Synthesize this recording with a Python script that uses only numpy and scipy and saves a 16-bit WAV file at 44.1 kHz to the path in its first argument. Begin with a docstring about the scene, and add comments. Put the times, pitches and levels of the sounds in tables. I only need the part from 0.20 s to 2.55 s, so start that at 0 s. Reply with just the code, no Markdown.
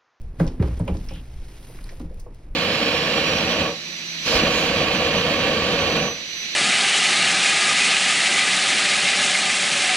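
"""A wooden door is pushed open in a small cluttered room and bumps against loose boards and debris.
Each knock runs through the panel as a bending wave, treble first and bass last, and heavy blows add
a falling thud. Splinters tick, an edge scrapes the floor, debris shifts and clothing rustles.
Underneath sit the rumble of a hand-held microphone, still room air and a faint mains hum."""
import sys
import numpy as np
from scipy import signal
from scipy.fft import rfft, irfft, next_fast_len
from scipy.io import wavfile
from scipy.ndimage import uniform_filter1d

SR = 44100
rng = np.random.default_rng(int(sys.argv[2]) if len(sys.argv) > 2 else 0)


def master(y):
    """Save y as 16-bit WAV."""
    cut = np.clip(np.atleast_2d(y).T, -1, 1)
    pcm = np.round(cut * 32767)  # scale
    wavfile.write(sys.argv[1], SR, pcm.astype(np.int16))


N = 103635
TIME = np.arange(N) / SR

# force of each knock in five bands: start_s, boom_db, body_db, wood_db, clack_db, tick_db
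KNOCKS = [(0.1949, -33, -21, -14, -39, -36.5), (0.254, -33, -48, -25.5, -52, -69),
          (0.395, -47, -35, -35, -42, -68), (0.421, -21, -25, -24.5, -36.5, -45),
          (0.471, -30, -33, -33.5, -45, -47), (0.505, -24.5, -38, -47, -47.5, -71),
          (0.594, -41, -22, -29.5, -51, -43.5), (0.6746, -30.5, -32.5, -19, -41.5, -39.5),
          (0.703, -25.5, -36, -31, -63, -61), (0.743, -27.5, -29, -33.5, -52, -78),
          (0.905, -35.5, -37.5, -32, -55, -60), (0.954, -46, -36.5, -68, -42, -66),
          (1.794, -38, -39, -37, -52, -47), (1.836, -36, -35.5, -47, -80, -70)]
# centres of those bands: boom_hz, body_hz, wood_hz, clack_hz, tick_hz
KNOCK_BANDS_HZ = (66, 170, 520, 2000, 7000)
# the door's clear low modes: pitch_hz, gain_db, t60_s
DOOR_MODES = [(64.8, 8, 0.27), (117, 7, 0.085), (168.4, 5, 0.14), (254.7, -12.5, 1), (300.4, -3.5, 0.16),
              (335, 0, 0.093), (391.3, -1, 0.043), (428, -8, 0.14), (477.3, -6, 0.093), (541.2, -1.5, 0.11),
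              (767, -18, 0.076), (817.6, -10, 0.2), (1004, -5, 0.099), (1410, -8, 0.027)]
BEND_TRAVEL_S, BEND_RISE_S = 0.00612, 0.005  # bending wave, at body_hz
# tone of its dense upper modes: freq_hz, gain_db
CLATTER_EQ = [(280, -9), (500, -11), (1000, -7.5), (2000, -5), (6000, -12), (13000, -19.5)]
CLATTER_T60_S, CLATTER_SLOPE = 0.12, 0.021  # decay at wood_hz, a touch shorter above
# panel flexing under heavy blows: start_s, level_db, first_hz, last_hz, glide_s, t60_s
THUDS = [(0.203, -10, 197, 164.6, 0.0072, 0.17), (0.398, -3.5, 220, 72.6, 0.0094, 0.097),
         (0.431, -30, 85, 65.5, 0.0092, .14), (0.505, -19, 125, 108, 0.0074, 0.1),
         (0.603, -12.5, 148, 103, 0.0031, 0.12), (0.693, -20, 201, 179, 0.013, 0.21),
         (0.712, -19, 80, 66.3, .0075, 0.18), (0.772, -22, 200, 70.4, 0.026, 0.12),
         (1.802, -21.5, 297, 235.5, 0.0082, 0.11), (1.826, -23, 344, 284, 0.012, 0.049)]
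THUD_RISE_S = 0.0054
# splinters, grit and loose pieces: start_s, gain_db, pitch_hz, half_width_octaves, t60_s
TICKS = [(0.198, -22, 1350, 0.36, 0.088), (0.2655, -29, 5000, 0.29, 0.017),
         (0.275, -31.5, 2800, 0.72, 0.065), (0.2767, -30, 5300, 0.079, 0.018),
         (0.4240, -34.5, 4330, 0.44, 0.024), (0.226, -38, 11000, 0.6, 0.012),
         (0.247, -39, 11000, 0.6, 0.012), (0.412, -19, 402, 0.11, 0.14), (0.5276, -35.5, 1490, 0.39, 0.03),
         (0.5926, -28.5, 8400, 0.14, 0.017), (0.5970, -32.5, 896, 0.069, 0.098),
         (0.599, -26, 600, 0.06, 0.055), (0.6780, -25, 2530, 0.23, 0.05),
         (0.7677, -34.5, 5180, 0.37, 0.035), (0.8432, -42, 11000, 0.5, 0.015),
         (0.862, -37, 11000, 0.5, 0.015), (0.8868, -24.5, 5340, 0.061, 0.015),
         (0.887, -35, 2220, 0.92, 0.07), (0.935, -38, 3430, 0.84, 0.04), (1.4987, -31.5, 495, 0.48, 0.041),
         (1.5870, -30, 1690, 0.46, 0.028), (1.6400, -27, 9100, 0.22, 0.013),
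         (1.6400, -32.5, 4560, 0.18, 0.024), (1.6894, -33, 1940, 0.31, 0.06),
         (1.6907, -34.5, 4770, 0.31, 0.041), (1.7230, -33.5, 590, 0.37, 0.057),
         (1.797, -36, 4000, 1.6, 0.015), (1.9080, -32.5, 480, 0.2, 0.12), (1.9956, -43, 5400, 0.41, 0.1),
         (1.996, -37.5, 9800, 0.47, 0.041), (2.0630, -29.5, 454, 0.23, 0.084),
         (2.0630, -37.5, 860, 0.3, 0.078)]
TICKS_DB, TICK_RISE_S = -6.5, 0.0014
# rasp of the dragging edge: time_s, level_db, pitch_hz
SCRAPE_CURVE = [(0.86, -89, 2500), (0.89, -49.5, 2550), (0.951, -49.5, 3000), (0.992, -50.5, 3100),
                (1.019, -67, 3240), (1.07, -99, 3177)]
# faders of the three friction layers: time_s, rub_db, fizz_db, debris_db
RUSTLE_FADERS = [(0.0, -67, -96, -64), (0.14, -73, -77.5, -54.5), (0.22, -53, -80, -31.5),
                 (0.37, -67.5, -76, -45.5), (0.45, -56.5, -82, -34), (0.52, -57, -72, -44.5),
                 (0.58, -58.5, -83, -44), (0.66, -63.5, -103, -36.5), (0.74, -56.5, -70, -41),
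                 (0.92, -58, -63.5, -50.5), (1.09, -62.5, -73.5, -54), (1.155, -59.5, -72, -55.5),
                 (1.225, -60.5, -79, -54), (1.24, -58, -70.5, -58.5), (1.50, -57, -58.5, -52.5),
                 (1.68, -57.5, -65.5, -49), (1.78, -60, -65, -54.5), (1.88, -69, -82, -48),
                 (2.0, -66, -75, -56.5), (2.10, -73.5, -87, -56), (2.17, -65, -91, -57),
                 (2.33, -74.5, -77, -57.5)]
RUB_DB, FIZZ_DB, DEBRIS_DB = 3.5, 0.5, 4
SLIPS_PER_S, SLIP_SPREAD_DB = 1500, 2.5
# midrange rub: freq_hz, gain_db
RUB_EQ = [(300, -41), (800, 3.5), (1400, 0), (2200, 3), (3200, 0), (5400, -2), (7500, -6), (10000, -8),
          (16000, -21)]
# bright fizz: freq_hz, gain_db
FIZZ_EQ = [(3000, -30), (7000, -49), (9000, 7), (11000, 7.5), (13500, 1), (16000, -7)]
# low shuffle of debris: freq_hz, gain_db
DEBRIS_EQ = [(70, 5), (110, 4.5), (170, -1.5), (230, 3), (300, -2.5), (550, -10), (900, -15.5),
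             (1500, -25.5), (4000, -39), (12000, -63)]
PANEL_DB, PANEL_WIDTH = 5.5, 0.015  # door modes woken by debris: boost, half-width as a share of pitch
# tiny sharp dry clicks: start_s, impulse_db
CLICKS = [(0.0154, -38), (0.0173, -30), (0.6523, -36), (0.6546, -32), (0.8437, -34), (1.9450, -33),
          (2.1474, -33)]
ROOM_DB, ROOM_T60_S, ROOM_PREDELAY_S = -9.5, 0.24, 0.006
# swells of the moving hand: time_s, level_db
HANDLING_FADER = [(0, -32.5), (.08, -29), (.15, -40.5), (.27, -24.5), (.38, -38), (.55, -35.5),
                  (.88, -30.5), (1.08, -40.5), (1.19, -29.5), (1.25, -35.5), (1.45, -43), (1.56, -39.5),
                  (1.64, -32), (1.76, -36.5), (1.97, -32.5), (2.1, -37), (2.23, -44.5), (2.3, -32)]
# tone of its rumble: freq_hz, gain_db
RUMBLE_EQ = [(10, -14), (22, -2.5), (31, -10.5), (42, -10), (70, -20), (110, -28), (200, -34), (600, -100),
             (3000, -120)]
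# still air of the room: freq_hz, gain_db
AIR_EQ = [(60, -22.5), (170, -5), (350, 0), (700, -8), (1400, -17.5), (2600, -20.5), (5000, -57),
          (10000, -58), (16000, -49)]
AIR_DB, HUM_DB, HUM_HZ = -56.5, -53, 121.7
# likeness of left and right: freq_hz, correlation
STEREO_LIKENESS = [(150, 1), (300, .975), (500, .9), (750, .72), (2000, .82), (3000, .62), (5000, .76),
                   (7000, .88), (16000, .85)]
# stereo balance: freq_hz, left_minus_right_db
STEREO_BALANCE = [(100, 0), (170, -.5), (330, -.8), (600, -2), (1400, -.8), (3000, -.5), (7000, 0)]
# phase between the sides: freq_hz, left_lead_rad
STEREO_PHASE = [(200, 0), (450, -.25), (700, -.7), (1300, -.7), (2000, 0), (2700, .8), (3600, .5),
                (4400, 1), (5200, .25), (6000, 1.5), (7000, 3), (7700, 3.3), (8600, 4.6), (9700, 6.1),
                (11200, 6.4), (12000, 7.6), (13000, 9.2), (14300, 9.7), (15300, 12.4)]
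LOWPASS_HZ = 15900


def door_knock(bands_db):
    """One blow: the door's low modes ring clearly while its dense upper modes clatter."""
    t = np.arange(SR // 2) / SR
    force = list(zip(KNOCK_BANDS_HZ, bands_db))
    out = np.zeros((2, len(t)))
    for hz, db, t60 in DOOR_MODES:
        age, envelope = bending_wave(t, hz, t60)
        detuned_hz = hz * rng.normal(1, 0.006)
        out += amp(read(force, hz) + db) * envelope * np.sin(2 * np.pi * detuned_hz * age)
    for hz in np.geomspace(283, 12800, 12):
        _, envelope = bending_wave(t, hz, CLATTER_T60_S * (KNOCK_BANDS_HZ[2] / hz) ** CLATTER_SLOPE)
        band = noise(len(t), bell(hz, octaves=0.25))
        out += amp(read(force, hz) + read(CLATTER_EQ, hz)) * envelope * band
    return out


def bending_wave(t, hz, t60):
    """Age and envelope of a wave in the panel: low notes arrive later and swell more slowly."""
    slowness = np.sqrt(KNOCK_BANDS_HZ[1] / hz)
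    age = np.maximum(t - BEND_TRAVEL_S * slowness, 0)
    attack = 1 - np.exp(-(age / (BEND_RISE_S * slowness)) ** 2)
    return age, attack * decay(age, t60)


def door_knocks():
    """The door bumps the boards, each blow with its own weight and brightness."""
    out = np.zeros((2, N))
    for start, *bands_db in KNOCKS:
        add(out, start, door_knock(bands_db))
    return out


def panel_thuds():
    """A heavy blow flexes the panel, and its first bending wave dives in pitch."""
    out, t = np.zeros((2, N)), np.arange(SR // 3) / SR
    for start, db, first_hz, last_hz, glide, t60 in THUDS:
        envelope = (1 - np.exp(-(t / THUD_RISE_S) ** 2)) * decay(t, t60)
        hz = last_hz + (first_hz - last_hz) * np.exp(-(t / glide) ** 2)
        add(out, start, amp(db) * envelope * np.sin(2 * np.pi * np.cumsum(hz) / SR))
    return out


def splinter_ticks():
    """Small hard bits snap or tap and ring briefly."""
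    out, t = np.zeros((2, N)), np.arange(SR // 5) / SR
    for start, db, hz, octaves, t60 in TICKS:
        envelope = (1 - np.exp(-t / TICK_RISE_S)) * decay(t, t60)
        add(out, start, amp(db + TICKS_DB) * envelope * noise(len(t), bell(hz, octaves)))
    return out


def edge_scrape():
    """An edge slips unevenly over the floor, rasping in a resonance that slides upward."""
    times, _, hz = np.transpose(SCRAPE_CURVE)
    rasp = friction(bell(hz.mean(), octaves=0.22), flutter_db=0, hiss=0.27)
    shift_hz = np.interp(TIME, times, hz) - hz.mean()
    slide = np.exp(2j * np.pi * np.cumsum(shift_hz) / SR)
    return fader(SCRAPE_CURVE) * (signal.hilbert(rasp) * slide).real


def rustle():
    """Cloth and wood rub and fizz; shifting debris wakes the door's modes."""
    rub = friction(lambda f: read(RUB_EQ, f), flutter_db=1.55, hiss=1.0)
    fizz = friction(lambda f: read(FIZZ_EQ, f), flutter_db=1.0, hiss=0.99)
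    debris = friction(lambda f: read(DEBRIS_EQ, f) + panel_eq(f), flutter_db=3.0, hiss=0.43)
    return (amp(RUB_DB) * fader(RUSTLE_FADERS, column=1) * rub
            + amp(FIZZ_DB) * fader(RUSTLE_FADERS, column=2) * fizz
            + amp(DEBRIS_DB) * fader(RUSTLE_FADERS, column=3) * debris)


def friction(eq, flutter_db, hiss):
    """Tiny slips of uneven size over a smooth hiss, clumped by a flutter in level."""
    slips = (rng.random((2, N)) < SLIPS_PER_S / SR) * rng.choice([-1, 1], (2, N))
    sizes = amp(SLIP_SPREAD_DB * np.minimum(rng.exponential(1, (2, N)), 4))
    texture = unit(slips * sizes) + hiss * rng.standard_normal((2, N))
    return colour(texture, eq) * amp(flutter_db * flutter(top_hz=70))


def panel_eq(f):
    """The door's resonances as narrow EQ peaks, in dB."""
    peaks = sum(amp(db + PANEL_DB) ** 2 / (1 + ((f / hz - 1) / PANEL_WIDTH) ** 2)
                for hz, db, _ in DOOR_MODES)
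    return 10 * np.log10(1 + peaks)


def dry_clicks():
    """Single bright impulses, dry and with no ring."""
    impulses = np.zeros((2, N))
    for start, db in CLICKS:
        add(impulses, start, amp([db]))
    eq = bell(hz=7500, octaves=1.0)
    return irfft(rfft(impulses) * amp(eq(np.fft.rfftfreq(N, 1 / SR))), N)


def room_reverb(x):
    """Reflections die quickly in a small, full room."""
    t = np.arange(SR // 2) / SR
    tail = noise(len(t), eq=np.zeros_like) * (t > ROOM_PREDELAY_S) * decay(t, ROOM_T60_S)
    return signal.fftconvolve(x, tail / np.linalg.norm(tail[0]), axes=1)[:, :N]


def handling_rumble():
    """The moving hand shakes the microphone in low swells."""
    rumble = noise(N, lambda f: read(RUMBLE_EQ, f))
    rumble /= np.sqrt(uniform_filter1d(rumble[0] ** 2, size=4000))  # even it out ahead of the fader
    return fader(HANDLING_FADER) * rumble


def room_tone():
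    """A steady bed of still air and faint mains hum."""
    air = noise(N, lambda f: read(AIR_EQ, f))
    hum = np.sqrt(2) * np.sin(2 * np.pi * HUM_HZ * TIME)
    return amp(AIR_DB) * air + amp(HUM_DB) * hum


def amp(db):
    """Decibels to gain."""
    return 10 ** (np.asarray(db) / 20)


def unit(x):
    """Scales to rms 1."""
    return x / np.sqrt(np.mean(x ** 2) + 1e-20)


def decay(t, t60):
    """A ring-out that loses 60 dB in t60 seconds."""
    return np.exp(-np.log(1000) * t / t60)


def read(points, hz):
    """Reads a curve on a log-frequency axis."""
    freqs, values = np.transpose(points)
    return np.interp(np.log(hz + 1), np.log(freqs + 1), values)


def fader(rows, column=1):
    """Gain over time from one dB column of a table."""
    rows = np.array(rows)
    return amp(np.interp(TIME, rows[:, 0], rows[:, column]))


def add(mix, start_s, sound):
    """Drops a sound into the mix on its cue."""
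    part = mix[:, round(start_s * SR):][:, :sound.shape[-1]]
    part += sound[..., :part.shape[1]]


def bell(hz, octaves):
    """A bell EQ in dB, 3 dB down at `octaves` either side of hz."""
    return lambda f: -3 * (np.log2((f + 1) / hz) / octaves) ** 2


def colour(pair, eq):
    """Gives two unrelated signals a tone and a stereo width, at rms 1."""
    size = pair.shape[1]
    hz = np.fft.rfftfreq(size, 1 / SR)
    likeness = np.clip(read(STEREO_LIKENESS, hz), -1, 1)
    mid, side = rfft(pair) * np.sqrt([1 + likeness, 1 - likeness])
    return unit(irfft(np.array([mid + side, mid - side]) * amp(eq(hz)), size))


def noise(size, eq):
    """Stereo noise through an EQ curve."""
    return colour(rng.standard_normal((2, size)), eq)


def flutter(top_hz):
    """A random wobble from sines spread over the decade below top_hz."""
    t = TIME[::64]
    wobble = sum(np.sin(2 * np.pi * (hz * t + rng.random()))
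                 for hz in np.geomspace(top_hz / 10, top_hz, 20))
    return np.interp(TIME, t, unit(wobble))


def scene():
    """Knocks, thuds and ticks feed the reverb; clicks, friction and background stay dry."""
    hits = door_knocks() + panel_thuds() + splinter_ticks()
    reverb = amp(ROOM_DB) * room_reverb(hits)
    return hits + reverb + dry_clicks() + rustle() + edge_scrape() + handling_rumble() + room_tone()


def record(dry):
    """The microphone's two sides differ in level and phase; a low-pass trims the very top."""
    size = next_fast_len(N + 2048)
    hz = np.fft.rfftfreq(size, 1 / SR)
    left, right = rfft(dry, size)
    skew = amp(read(STEREO_BALANCE, hz) / 2) * np.exp(1j * read(STEREO_PHASE, hz) / 2)  # half per side
    pair = irfft(np.array([left * skew, right / skew]), size)[:, :N]
    lowpass = signal.firwin(511, LOWPASS_HZ, window=("kaiser", 9), fs=SR)
    return signal.oaconvolve(pair, lowpass[None], "same")


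dry = scene()
out = record(dry)
master(out)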